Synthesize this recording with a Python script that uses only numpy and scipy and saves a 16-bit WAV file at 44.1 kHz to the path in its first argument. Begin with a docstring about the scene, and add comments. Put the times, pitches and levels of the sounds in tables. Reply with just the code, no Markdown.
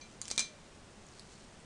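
"""Pieces of eggshell land on a ceramic plate: dry ticks, then a small clatter that rings the plate.
Each contact is a short noise crack with a low push, plus the damped modes of plate and table.
The hand lifts away with a faint squeak, then peels the boiled egg: a grainy crackle of rubbing
shell, a few tiny ticks and one clear snap. One close microphone, a small quiet room with a low hum."""
import sys
import numpy as np
from scipy import signal
from scipy.fft import rfft, irfft, next_fast_len
from scipy.io import wavfile

SR = 44100
rng = np.random.default_rng(int(sys.argv[2]) if len(sys.argv) > 2 else 0)


def store_wav(level_fs):
    """Save 16-bit WAV to argv[1]."""
    pcm = np.round(np.clip(np.atleast_2d(level_fs), -1, 1) * 32767)
    wavfile.write(sys.argv[1], SR, pcm.T.astype(np.int16))


N = 72765


def shell_on_plate():
    """Each contact ticks, rings the modes that its spot on the plate favours, and nudges the table."""
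    # shell meeting the plate: t/s, tick/dB, tick pitch/Hz, ring/dB, favoured ring pitch/Hz, push/dB
    contacts = [(.0127, -46, 5000, -51, 3000, -62), (.0145, -50, 6200, -55, 6200, -70),
                (.2155, -25, 7000, -50, 4200, -48), (.2548, -35, 7200, -62, 4100, -60),
                (.2810, -31, 7200, -65, 4100, -58), (.2862, -39, 6500, -68, 4100, -60),
                (.3022, -33, 5400, -67, 4000, -58), (.3043, -34, 4300, -65, 4000, -58),
                (.3099, -33, 4800, -67, 4000, -58), (.3131, -21, 6900, -44, 4200, -23),
                (.3146, -27, 7200, -62, 4200, -45), (.3623, -37, 6800, -68, 4000, -60),
                (.3787, -16, 4600, -32, 2700, -24), (.3794, -21, 7600, -43, 6000, -40),
                (.3855, -31, 7500, -54, 4500, -50), (.3940, -17, 6700, -41, 5500, -32),
                (.3975, -22, 6600, -48, 5000, -42), (.4027, -26, 5000, -48, 4500, -46),
                (.4049, -25, 7000, -39, 2400, -46), (.4067, -26, 5500, -48, 4500, -46)]
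    # the plate's modes: f/Hz, relative level/dB, t60/s
    plate_modes = [(1115, -7.5, 0.25), (2366, -1, 0.2), (2438, -9, 0.13), (3160, -17, 0.27),
                   (3424, -14, 0.24), (4022, -2, 0.2), (4220, -12, 0.14), (4270, -17, 0.16),
                   (4500, -8, 0.16), (4870, -7, 0.14), (5670, -11, 0.11), (6127, 3, 0.1), (6235, -6, 0.24),
                   (7300, -12, 0.092)]
    # the plate's knock on the table under it: f/Hz, relative level/dB, t60/s
    table_modes = [(222, -25, .19), (238.5, -19.5, .15), (391.7, -24.5, 0.2), (1624, -7, 0.022),
                   (1860, -8, 0.013), (2134, -9, 0.041)]
    track = np.zeros(N)
    for start, tick_db, tick_hz, ring_db, ring_hz, push_db in contacts:
        spot = lambda f: bell_curve(f, ring_hz, width_oct=.4, floor_db=-11)
        ringing = amp(ring_db) * (ring(plate_modes, spot) + ring(table_modes))
        tick = shell_tick(tick_db, tick_hz, push_db, t60=.0052, width_oct=.25, floor_db=-7.5)
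        add(track, start, in_room(tick, room_db=-9))
        add(track, start, in_room(ringing, room_db=-11))
    return track


def shell_tick(db, hz, push_db, t60, width_oct, floor_db):
    """A shell fragment: a crack dying within milliseconds around its pitch, and one low push."""
    # tone colour of the shell ticks, with the microphone's treble roll-off: f/Hz, relative level/dB
    tick_colour = [(100, -22.5), (1000, -8), (2000, -5), (3500, -1.5), (4300, 2), (5500, -2), (7500, -1),
                   (8800, 0), (10000, -10), (11200, -19.5), (12400, -32)]
    push_hz, push_decay_s = 1080, .00029
    t = np.arange(SR // 25) / SR
    fade = amp(-60 * t / t60)
    colour = lambda f: amp(along(tick_colour, f)) * bell_curve(f + 1, hz, width_oct, floor_db)
    crack = coloured(rng.choice([-1, 1], len(t)) * fade, colour)
    crack *= np.linalg.norm(fade) / np.linalg.norm(crack)  # keep the burst's energy
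    push = np.sin(2 * np.pi * push_hz * t) * np.exp(-t / push_decay_s)
    return amp(db) * crack[:len(t)] + amp(push_db) * push


def ring(modes, weight=lambda hz: 1):
    """Damped modes, struck a little differently each time."""
    scatter_db, rise_s = 1.5, .001
    t = np.arange(SR // 3) / SR
    hz, db, t60 = np.transpose(modes)[:, :, None]
    db = db + scatter_db * rng.standard_normal(hz.shape)
    phase = 2 * np.pi * rng.random(hz.shape)
    tones = weight(hz) * amp(db - 60 * t / t60) * np.sin(2 * np.pi * hz * t + phase)
    return tones.sum(0) * (1 - np.exp(-t / rise_s))


def shell_snaps():
    """Bits of shell break between the fingers, away from the plate."""
    # shell breaking: t/s, level/dB, pitch/Hz, push/dB
    breaks = [(1.0660, -47.5, 7400, -70), (1.087, -47.5, 5900, -72), (1.1262, -51, 4400, -70),
              (1.1954, -37.5, 4070, -45), (1.1964, -46.5, 9150, -49), (1.602, -51.5, 8400, -70)]
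    track = np.zeros(N)
    for start, db, hz, push_db in breaks:
        snap = shell_tick(db, hz, push_db, t60=.004, width_oct=.18, floor_db=-17)
        add(track, start, in_room(snap, room_db=-7))
    return track


def peeling_crackle():
    """Shell rubs on shell, and the loosened cap scrapes at its own pitch as it lifts from the egg."""
    # envelope of rubbing and peeling: t/s, level/dB
    rub_levels = [(0, -72), (.13, -63), (.2, -73.5), (.29, -54), (.36, -57), (.45, -70), (.95, -72.5),
                  (1.13, -65.5), (1.21, -64.5), (1.29, -68.5), (1.33, -62.5), (1.42, -65.5), (1.52, -70.5),
                  (1.65, -71)]
    # tone colour of the rubbing: f/Hz, relative level/dB
    rub_colour = [(1000, -12.5), (3300, -2.5), (4300, -6), (5300, -0.5), (6600, 0), (8700, -3),
                  (10000, -12), (12400, -65)]
    # envelope of the cap's scrape: t/s, level/dB
    scrape_levels = [(1.11, -87), (1.135, -64), (1.155, -78), (1.18, -71), (1.22, -74), (1.25, -79),
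                     (1.33, -67), (1.5, -82)]
    rubbing = friction(rub_levels, lambda f: amp(along(rub_colour, f)))
    scrape = friction(scrape_levels, lambda f: resonance(f, hz=4330, half_width_hz=220))
    return rubbing + scrape


def friction(levels, colour):
    """Dense tiny grains, filtered and shaped by a level envelope."""
    grains_per_s, spread_db = 2000, 2
    onsets = rng.random(N) < grains_per_s / SR
    grains = onsets * rng.standard_normal(N) * amp(spread_db * rng.standard_normal(N))
    envelope = amp(np.interp(np.arange(N) / SR, *np.transpose(levels)))
    return envelope * unit(filtered(grains, colour))


def hand_squeak():
    """One soft, short tone that sags in pitch as the hand lifts away."""
    start_s, length_s, peak_db = .48, .1, -60
    start_hz, sag_hz_per_s = 642, 910
    t = np.clip(np.arange(N) / SR - start_s, 0, length_s)
    phase = 2 * np.pi * np.cumsum(start_hz - sag_hz_per_s * t) / SR
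    return amp(peak_db) * np.sin(np.pi * t / length_s) * np.sin(phase)


def in_room(sound, room_db):
    """The sound with quick reflections off the table and hands, and the room's short tail."""
    # the room's decay: f/Hz, t60/s
    decay = [(200, 0.24), (2000, 0.35), (6000, 0.24), (10000, 0.21)]
    tail_rise_s, early_rise_s, early_t60_s, early_db = .0017, .00061, .041, .5
    hz, frame_s, spectrum = signal.stft(rng.standard_normal(SR // 3), SR, nperseg=256)
    spectrum = spectrum * amp(-60 * frame_s / along(decay, hz)[:, None])
    tail = signal.istft(spectrum, SR, nperseg=256)[1]
    t = np.arange(len(tail)) / SR
    tail *= 1 - np.exp(-t / tail_rise_s)
    early = rng.standard_normal(len(t)) * amp(-60 * t / early_t60_s) * (1 - np.exp(-t / early_rise_s))
    response = amp(room_db) * (tail / np.linalg.norm(tail) + amp(early_db) * early / np.linalg.norm(early))
    response[0] += 1  # direct sound
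    return signal.fftconvolve(sound, response)


def room_tone():
    """A steady bed of air and hiss, with a narrow band of noise as a wavering hum."""
    # tone colour of the background hiss, with the microphone's treble roll-off: f/Hz, relative level/dB
    hiss_colour = [(20, 0), (115, -0.5), (176, -1), (240, -1.5), (290, -4.5), (355, -3.5), (452, -5.5),
                   (545, -6), (800, -9), (1500, -12.5), (3000, -16.5), (6000, -19.5), (8700, -22),
                   (9600, -24), (10600, -37), (11600, -45.5), (12400, -60)]
    hiss = filtered(rng.standard_normal(N), lambda f: amp(along(hiss_colour, f)))
    hum = filtered(rng.standard_normal(N), lambda f: resonance(f, hz=211.2, half_width_hz=4.8))
    return amp(-56) * unit(hiss) + amp(-66.5) * unit(hum)


def amp(db):
    """Decibels to gain."""
    return 10 ** (np.asarray(db) / 20)


def unit(x):
    """x at rms 1."""
    return x / np.sqrt(np.mean(x ** 2) + 1e-20)


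def along(points, hz):
    """A curve of f/Hz, value points, read on a log frequency axis."""
    f, value = np.transpose(points)
    return np.interp(np.log(hz + 1), np.log(f + 1), value)


def bell_curve(f, hz, width_oct, floor_db):
    """A Gaussian gain bump around hz, standing on a flat floor."""
    return amp(floor_db) + np.exp(-.5 * (np.log2(f / hz) / width_oct) ** 2)


def resonance(f, hz, half_width_hz):
    """The gain of one resonant peak."""
    return 1 / (1 + ((f - hz) / half_width_hz) ** 2)


def filtered(x, gain):
    """A whole track through a zero-phase filter of gain(f)."""
    size = next_fast_len(N + SR // 4)
    return irfft(rfft(x, size) * gain(np.fft.rfftfreq(size, 1 / SR)), size)[:N]


def coloured(x, gain, size=4096):
    """A short sound through a minimum-phase filter of gain(f), which keeps its attack sharp."""
    magnitude = np.maximum(gain(np.fft.rfftfreq(size, 1 / SR)), 1e-6)
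    cepstrum = irfft(np.log(magnitude))
    cepstrum[1:size // 2] *= 2
    cepstrum[size // 2 + 1:] = 0
    return irfft(rfft(x, size) * np.exp(rfft(cepstrum)))


def add(track, start_s, sound):
    """Mix a sound into the track at start_s."""
    i = max(round(start_s * SR), 0)
    track[i:i + len(sound)] += sound[:N - i]


def scene():
    """Plate, egg and room at one microphone."""
    return (room_tone() + peeling_crackle() + shell_snaps() + shell_on_plate() + hand_squeak())[None]


def record(dry):
    """A brick-wall low-pass takes off the top treble."""
    top_hz = 12462
    return np.array([filtered(x, lambda f: f < top_hz) for x in dry])


dry = scene()
out = record(dry)
store_wav(out)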